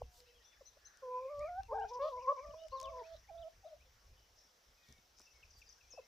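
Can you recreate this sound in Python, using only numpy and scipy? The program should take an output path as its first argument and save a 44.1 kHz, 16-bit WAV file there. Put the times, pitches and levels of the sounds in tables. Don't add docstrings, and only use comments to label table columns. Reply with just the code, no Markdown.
import sys
import numpy as np
from scipy import signal
from scipy.fft import rfft, irfft, next_fast_len
from scipy.io import wavfile
from scipy.ndimage import uniform_filter1d, map_coordinates

SR = 44100
rng = np.random.default_rng(int(sys.argv[2]) if len(sys.argv) > 2 else 0)


def wav_out(sig):
    wavfile.write(sys.argv[1], SR, np.round(np.clip(np.atleast_2d(sig).T, -1, 1) * 32767).astype(np.int16))


def linear_from_db(decibels):
    return 10 ** (np.asarray(decibels, float) / 20)


N = 267687
T = np.arange(N) / SR


def unit(x):
    return x / np.sqrt(np.mean(x ** 2) + 1e-20)


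def along(points, hz):
    point_hz, value = np.transpose(points)
    return np.interp(np.log(hz + 1), np.log(point_hz + 1), value)


def wobble(rate_hz, size=N):
    knots = rng.standard_normal(int(size * rate_hz / SR) + 4)
    return map_coordinates(knots, [np.arange(size) * rate_hz / SR])


def filtered(x, response):
    size = next_fast_len(x.shape[-1] + 8192)
    spectrum = rfft(x, size) * response(np.fft.rfftfreq(size, 1 / SR))
    return irfft(spectrum, size)[..., :x.shape[-1]]


def add(out, start_s, sound, pan_db):
    part = out[:, round(start_s * SR):][:, :len(sound)]
    part += linear_from_db([[pan_db / 2], [-pan_db / 2]]) * sound[:part.shape[1]]


def swell(start_s, length_s, power):
    return np.clip(1 - (2 * (T - start_s) / length_s - 1) ** power, 0, 1)


def smeared(sound, decay_s, tail_s, gap_s=0):
    t = np.arange(round(tail_s * SR)) / SR
    tail = rng.standard_normal((2, len(t))) * linear_from_db(-60 * t / decay_s) * (t >= gap_s)
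    return signal.fftconvolve(sound, tail / np.linalg.norm(tail[0]), axes=1)[:, :N]


# hz [Hz], likeness [0-1]
LIKENESS = [(100, 1), (500, 0.76), (1000, 0.19), (2000, 0.24), (5000, 0.84), (9000, 0.35), (13000, 0.055)]


def rush(spectrum, patchy_db):
    z = signal.stft(rng.standard_normal((2, N)), nperseg=512)[2]
    patches = uniform_filter1d(rng.standard_normal(z.shape[1:]), size=6, axis=0)
    patches = uniform_filter1d(patches, size=10, axis=1)
    pair = signal.istft(z * linear_from_db(patchy_db * unit(patches)), nperseg=512)[1][:, :N]
    closed = [(spectrum[0][0] / 2, -90)] + list(spectrum) + [(spectrum[-1][0] * 2, -90)]

    def mid_side(hz):
        turn = np.arccos(np.clip(along(LIKENESS, hz), -1, 1)) / 2
        return linear_from_db(along(closed, hz)) * [np.cos(turn), np.sin(turn)]

    mid, side = filtered(pair, mid_side)
    return unit(np.array([mid + side, mid - side]))


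# hz [Hz], level_db [dB per Hz]
AIR_SPECTRUM = [(71, -30), (120, -5), (300, -7), (500, 0), (1800, -3), (4320, -8.5), (5630, -3),
                (8640, -18.5), (15200, -13)]


def still_air():
    return linear_from_db(-72.5) * rush(AIR_SPECTRUM, patchy_db=1.4)


# hz [Hz], level_db [dB per Hz]
INSECT_SPECTRUM = [(4000, -30), (4800, -7), (5600, 0), (6300, -6), (7200, -30)]
# start_s [s], length_s [s], level_db [dB]
INSECT_SWELLS = [
    (1.877, 0.047, -65),
    (1.932, 0.029, -65),
    (1.9, 1.41, -77.5),
    (4.352, 0.13, -78),
    (5.164, 0.12, -72),
    (5.196, 0.86, -81),
]


def insects():
    level = np.full(N, linear_from_db(-81))
    for start_s, length_s, level_db in INSECT_SWELLS:
        level += linear_from_db(level_db) * swell(start_s, length_s, 4)
    return level * linear_from_db(2.5 * wobble(90)) * rush(INSECT_SPECTRUM, patchy_db=1.2) * linear_from_db([[1.6], [-1.6]])


# hz [Hz], level_db [dB per Hz]
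SCRATCH_SPECTRUM = [(1300, -22), (2500, -11), (3500, 0), (4600, -3), (6000, -18)]
# hz [Hz], level_db [dB per Hz]
RUSTLE_SPECTRUM = [(2500, -24), (4500, -1.5), (7000, -2.5), (9000, -10), (15500, -4.5)]
# start_s [s], length_s [s], scratch_db [dB], rustle_db [dB]
STROKES = [(0.105, 0.13, -79, -69.5), (1.332, 0.16, -77, -84), (1.875, 0.04, -74, -95),
           (1.925, .04, -72, -95), (2.01, 0.06, -63, -82), (2.05, .09, -66, -79), (2.27, .06, -74, -90),
           (3.12, .08, -76, -95), (.255, .06, -78, -95), (.41, .05, -78, -95), (2.89, 0.34, -78.5, -94.5),
           (2.778, .07, -69.5, -83), (4.84, 0.11, -83, -78), (5.176, 0.078, -79, -81),
           (5.568, 0.039, -86, -71)]


def scuffs():
    levels = np.ones((2, N)) * linear_from_db([[-84], [-90]])
    for start_s, length_s, scratch_db, rustle_db in STROKES:
        levels += swell(start_s, length_s, 2) * linear_from_db([[scratch_db], [rustle_db]])
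    scratch = levels[0] * linear_from_db(2.2 * wobble(90)) * rush(SCRATCH_SPECTRUM, patchy_db=3.0)
    rustle = levels[1] * linear_from_db(.8 * wobble(60)) * rush(RUSTLE_SPECTRUM, patchy_db=.5)
    return scratch + rustle


# hz [Hz], level_db [dB per Hz]
RUMBLE_SPECTRUM = [(8.8, -42.5), (15, -8), (38, 0), (59, 2.5), (129, -15), (161, -25), (270, -30),
                   (570, -120)]
# peak_s [s], peak_db [dB], ebb_db_per_s [dB/s]
GUST_PEAKS = [(0.04, -49, 250), (.17, -67, 100), (.37, -70, 150), (.6, -76, 20), (.84, -75, 100),
              (1.06, -74, 60), (1.23, -72, 100), (1.405, -50, 200), (1.49, -60, 80), (1.6, -53, 50),
              (1.73, -57, 150), (1.83, -57, 120), (2.0, -64, 80), (2.17, -63, 90), (2.49, -53, 150),
              (2.7, -62, 100), (2.85, -59, 80), (2.96, -65, 300), (3.15, -63, 50), (3.31, -63, 100),
              (3.4, -58, 200), (3.55, -67, 100), (3.77, -68, 30), (3.96, -68, 60), (4.07, -62, 100),
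              (4.12, -59, 300), (4.31, -69, 100), (4.7, -70, 150), (4.92, -67, 100), (5.19, -73, 200),
              (5.36, -72, 100), (5.46, -62, 90), (5.58, -64, 70), (5.85, -72, 60), (5.99, -72, 150)]


def wind():
    rise_db_per_s, lull_db, steady_s = 330, -88, .05
    gusts_db = np.full(N, -np.inf)
    for peak_s, peak_db, ebb_db_per_s in GUST_PEAKS:
        loss_db = np.where(T < peak_s, rise_db_per_s * (peak_s - T), ebb_db_per_s * (T - peak_s))
        gusts_db = np.maximum(gusts_db, peak_db - loss_db)
    buffet = rush(RUMBLE_SPECTRUM, patchy_db=1.0)
    power = uniform_filter1d(buffet.mean(0) ** 2, size=round(steady_s * SR))
    strength = np.sqrt(np.abs(power) + .05)
    lumps = unit(linear_from_db(2.2 * wobble(14)) * buffet / strength ** .7)
    return (linear_from_db(gusts_db - 1.5) + linear_from_db(lull_db)) * lumps


# hz [Hz], level_db [dB]
KNOCK_SPECTRUM = [(330, -49), (480, 4), (750, -2.5), (1130, -14.5), (1300, -50)]


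def knock():
    impulse = np.zeros(N)
    impulse[round(.02 * SR)] = 1
    sound = filtered(impulse, lambda hz: linear_from_db(along(KNOCK_SPECTRUM, hz)))
    return np.tile(linear_from_db(-31.5) * sound / sound.max(), (2, 1))


# start_s [s], peak_db [dB], low_part_db [dB]
CLAW_TICKS = [(0.2037, -53.5, 1), (0.972, -59.5, -43), (1.3936, -55.5, -8), (1.6334, -55, 7),
              (1.7984, -60.5, -9), (2.6842, -55.5, -2), (2.801, -43.5, -6), (2.8138, -46.5, -7),
              (2.829, -46.5, -9), (2.8575, -55, 6), (4.8876, -61.5, -22), (4.9252, -52.5, -13),
              (5.1866, -56.5, -6), (5.1953, -54, -20), (5.2053, -58, -20), (5.217, -55, -15),
              (2.637, -60, 5), (5.6082, -62, -8)]


def claws():
    out, t = np.zeros((2, N)), np.arange(SR // 20) / SR
    for start_s, peak_db, low_db in CLAW_TICKS:
        noise = rng.standard_normal(len(t)) * linear_from_db(-60 * t / 0.0087)
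        colour = [(1200, low_db - 1.0), (3500, low_db + 4), (5500, 13), (9000, -5), (15000, -18.0)]
        crack = filtered(noise, lambda hz: linear_from_db(along(colour, hz)))
        add(out, start_s, linear_from_db(peak_db + 3.5) * crack / np.abs(crack).max(), pan_db=6.0 + 2 * rng.normal())
    return out


# start_s [s], peak_db [dB], top_hz [Hz]
FOOTFALLS = [
    (4.894, -60, 328),
    (4.908, -58, 240),
    (4.928, -61, 298),
    (4.99, -65, 300),
    (2.49, -60, 260),
    (4.455, -68, 600),
    (5.206, -55.5, 1120),
    (5.555, -65, 1300),
    (5.94, -60.5, 880),
]


def footfalls():
    out, t = np.zeros((2, N)), np.arange(SR // 20) / SR
    for start_s, peak_db, top_hz in FOOTFALLS:
        noise = rng.standard_normal(len(t)) * linear_from_db(-60 * t / .05)
        thud = signal.sosfilt(signal.butter(3, top_hz, fs=SR, output="sos"), noise)
        add(out, start_s - .006, linear_from_db(peak_db) * thud / np.abs(thud).max(), pan_db=1.0)
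    return out


def note(length_s, first_hz, middle_hz, last_hz, overtone_db, rough, flutter_hz):
    u = np.linspace(-1, 1, round(length_s * SR))
    bend_hz = (first_hz + last_hz) / 2 - middle_hz
    pitch_hz = middle_hz + (last_hz - first_hz) / 2 * u + bend_hz * u * u
    trill = np.sin(np.pi * flutter_hz * length_s * u)
    unsteady = 1 + rough * (0.032 * trill + .035 * wobble(270, size=len(u)))
    phase = 2 * np.pi * np.cumsum(pitch_hz * unsteady) / SR
    overtone = linear_from_db(overtone_db) * np.exp(-(pitch_hz / 620) ** 8) * np.sin(2 * phase)
    return (1 - u ** 4) * (1 - 0.68 * rough * trill) * (np.sin(phase) + overtone)


# start_s [s], length_s [s], middle_hz [Hz], level_db [dB]
FALLING = [(2.432, .028, 2000, -67), (2.378, .015, 2950, -74), (2.385, .014, 1950, -70),
           (2.506, .011, 2950, -69), (2.72, .012, 2800, -70), (0.523, .03, 2400, -70),
           (.293, .028, 2100, -76), (.353, .014, 2450, -73), (.374, .024, 3050, -71),
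           (.024, .02, 2800, -74), (.51, .07, 1800, -79), (3.812, .02, 2950, -79), (3.716, .01, 4200, -75),
           (5.528, .022, 5000, -69), (5.532, .012, 5700, -69), (5.677, .014, 3750, -75),
           (5.724, .009, 5700, -58), (5.7, .012, 5500, -64), (2.834, 0.034, 3340, -57),
           (2.87, 0.037, 2400, -63), (2.979, 0.03, 1970, -67.5), (3.235, 0.024, 1950, -72),
           (3.41, .03, 3300, -65), (3.668, .03, 3500, -72), (4.83, 0.019, 3670, -67.5),
           (4.978, 0.012, 3780, -73), (5.426, 0.017, 2600, -58), (5.504, .012, 5950, -62.5),
           (5.615, 0.0153, 2515, -56.5), (5.689, 0.013, 5950, -57), (5.807, 0.014, 2580, -61),
           (5.902, 0.044, 5680, -57.5), (2.742, .058, 4000, -63)]
# start_s [s], length_s [s], middle_hz [Hz], end_drop [share], level_db [dB]
ARCHED = [
    (0.441, 0.058, 5990, .1, -64.5),
    (.652, 0.049, 6170, .08, -61),
    (.846, 0.042, 6240, 0.11, -61.5),
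    (.255, .03, 2700, .1, -74),
    (5.927, 0.078, 2630, 0.053, -67.5),
    (5.66, .065, 4830, -0.06, -65),
]
# start_s [s], length_s [s], middle_hz [Hz], level_db [dB]
RISING = [(.275, .03, 3000, -73), (.44, .025, 3750, -74), (3.12, .03, 3450, -75), (3.528, .014, 1800, -73),
          (3.54, .02, 2400, -76), (5.205, .045, 2520, -75), (3.026, .016, 2100, -68),
          (1.802, 0.046, 2990, -67.5), (2.56, .075, 3650, -73), (2.705, .042, 4330, -65),
          (3.036, .032, 2530, -64), (3.277, 0.023, 2310, -68.5), (3.375, 0.022, 3650, -65),
          (3.64, .03, 3750, -73), (3.799, 0.037, 2470, -70)]
# start_s [s], length_s [s], middle_hz [Hz], level_db [dB]
HELD = [(2.46, .04, 2450, -72), (2.53, .05, 2500, -74), (2.47, .06, 1750, -74), (.26, .1, 2600, -77),
        (.398, .034, 1900, -77), (.345, .035, 3250, -72), (.39, .04, 3080, -78), (.99, .06, 1780, -76),
        (3.85, .03, 3500, -76), (5.505, .018, 4900, -69), (5.558, .03, 4700, -67), (5.31, .03, 5900, -71),
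        (5.783, .014, 1600, -73), (1.0, .09, 1480, -77), (.439, .13, 3495, -74), (.655, 0.045, 4060, -70),
        (.85, 0.039, 4080, -70.5), (1.83, 0.11, 2464, -70.5), (4.767, 0.1, 2500, -74.5),
        (4.95, 0.05, 2220, -70), (5.255, .069, 2670, -67), (5.325, .13, 2184, -75.5),
        (4.156, .13, 2984, -79.5), (5.821, 0.07, 2400, -77), (6.012, 0.088, 2100, -78),
        (5.88, .06, 2550, -76), (4.8, 0.18, 1880, -78.5)]


def whistles():
    out = np.zeros((2, N))

    def chirp(start_s, length_s, hz, level_db, before, after):
        sound = note(length_s, hz * (1 + before), hz, hz * (1 + after), overtone_db=-42, rough=.3, flutter_hz=130)
        level = linear_from_db(level_db + 2.5 * wobble(50, size=len(sound)))
        add(out, start_s, level * sound, pan_db=4.5 + 2 * rng.normal())

    for row in FALLING:
        fall = min(6.4 * row[1], 0.181)
        chirp(*row, 1.35 * fall, -.7 * fall)
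    for start_s, length_s, middle_hz, end_drop, level_db in ARCHED:
        chirp(start_s, length_s, middle_hz, level_db, -1.25 * end_drop, -.75 * end_drop)
    for row in RISING:
        chirp(*row, -.14, .06)
    for row in HELD:
        chirp(*row, .015, -.015)
    return out


# start_s [s], length_s [s], top_hz [Hz], end_drop [share], level_db [dB]
HOARSE = [(4.37, .11, 5550, .01, -80), (.8, .2, 1750, .03, -83), (.9, .22, 1500, .02, -83),
          (4.85, .11, 2300, .03, -84), (1.1, .23, 2470, .01, -77), (1.26, .085, 2250, .03, -79),
          (1.4, .065, 1900, .04, -76), (1.393, 0.11, 2450, .2, -67.5), (1.596, 0.096, 2780, .28, -80.5),
          (2.162, 0.11, 2500, .28, -75), (2.19, .045, 2900, .1, -78), (2.362, 0.08, 2350, 0.06, -72.5),
          (2.578, .09, 3010, 0.036, -76)]


def rasps():
    out = np.zeros((2, N))
    for start_s, length_s, top_hz, end_drop, level_db in HOARSE:
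        end_hz = top_hz * (1 - end_drop)
        rasp = note(length_s, end_hz, top_hz, end_hz, overtone_db=-43, rough=.72, flutter_hz=61.2)
        add(out, start_s, linear_from_db(level_db + 7.5) * rasp, pan_db=3.0 + 2 * rng.normal())
    return out


def birds():
    out = whistles() + rasps()
    return out + linear_from_db(-6.5) * smeared(out, decay_s=.3, tail_s=.25)


# start_s [s], length_s [s], pitch_hz [Hz], start_above [share], level_db [dB]
CLUCK_NOTES = [(0.608, 0.017, 543, 0.2, -60), (0.768, 0.011, 590, -0.2, -66.5),
               (2.157, 0.042, 636, 0.0035, -62), (3.85, 0.045, 520, .001, -81), (3.99, .09, 1120, .01, -86),
               (4.48, .12, 500, .02, -86), (5.936, 0.0186, 504, 0.066, -65.5),
               (5.974, 0.03, 550, 0.58, -53), (0.035, .17, 721, .03, -81), (.12, .11, 965, .01, -83),
               (.03, .03, 480, .01, -76)]


def clucks():
    out = np.zeros((2, N))
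    for start_s, length_s, hz, above, level_db in CLUCK_NOTES:
        last_hz = hz * (1 - np.clip(above, -.07, .07))
        cluck = note(length_s, hz * (1 + above), hz, last_hz, overtone_db=-13, rough=0.045, flutter_hz=60)
        add(out, start_s, linear_from_db(level_db + 6.0) * cluck, pan_db=2.0)
    return out


def breathed(rows):
    attack_s, attack_db, release_s, release_db, sag = .016, 20, 0.011, 25, .95
    rows = np.array(rows)
    head, tail = rows[0].copy(), rows[-1].copy()
    head[:3] -= [attack_s, 0, attack_db]
    tail[:3] = tail[0] + release_s, tail[1] * sag, tail[2] - release_db
    return np.vstack([head, rows, tail]).T


# centre_s [s], pitch_shift [share]
VOICE_BREAKS = [
    (1.31, .03),
    (1.49, .05),
    (1.55, -.04),
]


def voice(s, hz, waver, levels_db):
    shimmer_db, edge_s, break_s = 1.3, 0.006, .014
    t = np.arange(s[0], s[-1], 1 / SR)
    slow, fast = wobble(59.36, size=len(t)), wobble(180, size=len(t))
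    pitch_hz = np.interp(t, s, hz) * (1 + waver * slow + 1.13 * waver * fast)
    flips = sum(shift * np.exp(-((t - centre_s) / break_s) ** 2) for centre_s, shift in VOICE_BREAKS)
    phase = 2 * np.pi * np.cumsum(pitch_hz * (1 + flips)) / SR
    gate = np.clip(np.minimum(t - t[0], t[-1] - t) / edge_s, 0, 1)
    out = np.zeros(len(t))
    for k, level_db in enumerate(levels_db):
        level = linear_from_db(np.interp(t, s, level_db) + shimmer_db * wobble(70, size=len(t)))
        out += level * np.sin((k + 1) * phase + k)
    return np.sqrt(2) * gate * out


# time_s [s], pitch_hz [Hz], level_db [dB]
COO_CALLS = [
    [(0.19, 495, -69), (.24, 492, -68), (.259, 490, -80), (.272, 495, -69), (0.31, 493, -72),
     (0.41, 478, -75.5)],
    [(2.455, 642, -57), (2.47, 645, -55.5), (2.52, 642, -59.5), (2.545, 624, -55), (2.6, 652, -56),
     (2.645, 656, -50.5), (2.667, 624, -50)],
    [(2.83, 636, -55), (2.92, 655.5, -53), (3.05, 655, -56.5), (3.141, 652, -51.5), (3.152, 620, -51)],
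    [(3.299, 809, -54.5), (3.311, 657, -55.5), (3.331, 674, -53.5), (3.465, 646.5, -48.5),
     (3.483, 652, -51)],
    [(3.642, 820, -60.5), (3.654, 642, -55.5), (3.665, 633, -46.5), (3.694, 677, -64.5),
     (3.718, 632, -60.5), (3.732, 658, -53), (3.746, 604, -60), (3.77, 700, -69)],
]
# pan_db [dB], waver [share]
COO_VOICING = [(0, 0.011), (-5.5, 0.0086), (-3.5, 0.0068), (-5.5, 0.011), (3.5, .032)]


def coos():
    out = np.zeros((2, N))
    for rows, (pan_db, waver) in zip(COO_CALLS, COO_VOICING):
        s, hz, first_db = breathed(rows)
        add(out, s[0], voice(s, hz, waver, [first_db, first_db - 28.5]), pan_db)
    return out


# time_s [s], pitch_hz [Hz], level_db [dB], beak_db [dB]
RISING_MOAN = [(1.034, 530, -47, -11.5), (1.059, 502.6, -47, -13), (1.18, 506, -47, -0.6),
               (1.21, 513, -47, -11), (1.275, 532, -46.5, -12), (1.305, 577, -47, -3),
               (1.445, 592, -41.5, -1.5), (1.497, 690, -48.5, -5.5), (1.606, 782, -41, -0.5)]
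# time_s [s], pitch_hz [Hz], level_db [dB]
DRONE_CALLS = [
    [(1.695, 468.8, -56), (1.72, 451, -50), (1.845, 445.6, -52.5), (1.87, 412, -65), (1.905, 440, -59),
     (1.92, 483.4, -52), (1.973, 497, -48.5), (1.99, 480, -50.5)],
    [(2.026, 509.6, -52), (2.06, 554.5, -46), (2.11, 565.6, -51), (2.135, 510.4, -51.5), (2.2, 493, -53.5),
     (2.225, 522.7, -58), (2.265, 507.6, -53), (2.33, 512, -50.5)],
    [(2.365, 525.4, -57.5), (2.397, 506, -51), (2.42, 585, -56.5), (2.461, 551, -55.5), (2.48, 588, -56.5),
     (2.51, 574, -53), (2.53, 611, -64), (2.543, 510, -56.5)],
]
# time_s [s], pitch_hz [Hz], level_db [dB]
SINKING_CALLS = [
    [(2.732, 533, -50), (2.75, 528, -50), (2.77, 529.6, -54), (2.79, 544, -57), (2.815, 515, -58.5),
     (2.85, 541, -54.5), (2.875, 526, -53), (2.905, 572, -58)],
    [(2.925, 552, -52), (2.94, 516, -55), (3.003, 498, -51.5), (3.022, 450, -51.5)],
]
# time_s [s], pitch_hz [Hz], level_db [dB]
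OUTBURSTS = [
    [(1.72, 519, -46.5), (1.73, 580, -37.5), (1.742, 673, -45)],
    [(1.748, 820, -40), (1.76, 798, -41), (1.78, 724, -44), (1.792, 815, -40), (1.83, 785.5, -39),
     (1.848, 687, -43), (1.86, 839, -41)],
    [(2.002, 540.5, -42.5), (2.018, 562.5, -38.5), (2.044, 607, -36), (2.07, 626, -40.5),
     (2.088, 629, -44.5)],
    [(2.284, 526, -38.5), (2.3, 553, -38), (2.326, 592, -39)],
]
# pan_db [dB], waver [share], strain_db [dB], beak_db [dB]
MOAN_VOICING = [(-0.2, 0.007, -33, -0.5), (1.5, 0.016, -32.5, -1.5), (2.2, .014, -36.5, -0.3),
                (3, .02, -28, .1), (4, .014, -35, 2.5), (2.5, .014, -40, -4.5), (.6, 0.011, -29, -3),
                (1.3, 0.014, -23, -0.7), (1.5, 0.0085, -22, -1.5), (1.3, 0.0075, -34, 5)]
# second_partial_hz [Hz], gain_db [dB]
THROAT_GAIN = [(850, 4), (1040, 6.5), (1110, -0.5), (1180, -9), (1400, -10.5), (1600, -17)]


def moans():
    out = np.zeros((2, N))
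    calls = [RISING_MOAN] + DRONE_CALLS + SINKING_CALLS + OUTBURSTS
    for rows, (pan_db, waver, strain_db, beak_db) in zip(calls, MOAN_VOICING):
        s, hz, first_db, *opening_db = breathed(rows)
        second_db = first_db + along(THROAT_GAIN, 2 * hz) + beak_db + sum(opening_db)
        upper_db = [second_db + strain_db + step_db for step_db in (0, -5, -11)]
        add(out, s[0], voice(s, hz, waver, [first_db, second_db] + upper_db), pan_db)
    return out


# hz [Hz], side_db [dB]
PORT_SIDE = [(470, -9), (620, 0)]
# hz [Hz], lead_rad [rad]
PORT_LEAD = [(690, -.1), (1030, .55), (1290, .2), (1640, 1), (1890, -.6)]


def hens():
    out = clucks() + coos() + moans()
    mid = out.mean(0)
    echo = smeared(mid[None], decay_s=.16, tail_s=.125, gap_s=.008)
    slap = linear_from_db(-25) * np.roll(out[::-1], round(.05 * SR), axis=1)
    side = filtered(out[0] - out[1], lambda hz: linear_from_db(along(PORT_SIDE, hz))) / 2
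    ports = mid + np.outer([1, -1], side)
    near = filtered(ports, lambda hz: np.exp(.5j * np.outer([1, -1], along(PORT_LEAD, hz))))
    return near + slap + linear_from_db(-13.5) * echo


# hz [Hz], level_db [dB per Hz]
FLOCK_SPECTRUM = [(1150, -12), (1650, -7.5), (1950, -11)]
# start_s [s], length_s [s], level_db [dB]
FLOCK_CALLS = [
    (0.74, 0.4, -72.5),
    (2.86, 0.42, -73),
    (.5, .15, -77),
]


def far_flock():
    level = np.zeros(N)
    for start_s, length_s, level_db in FLOCK_CALLS:
        level += linear_from_db(level_db) * np.sin(np.pi * np.clip((T - start_s) / length_s, 0, 1))
    return level * rush(FLOCK_SPECTRUM, patchy_db=2)


def scene():
    ground = scuffs() + knock() + claws() + footfalls()
    return still_air() + insects() + wind() + ground + birds() + hens() + far_flock()


def band_limit(x):
    return signal.sosfilt(signal.butter(12, 16270, fs=SR, output="sos"), x)


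def record(dry):
    return band_limit(filtered(dry, lambda hz: hz < 15480))


dry = scene()
out = record(dry)
wav_out(out)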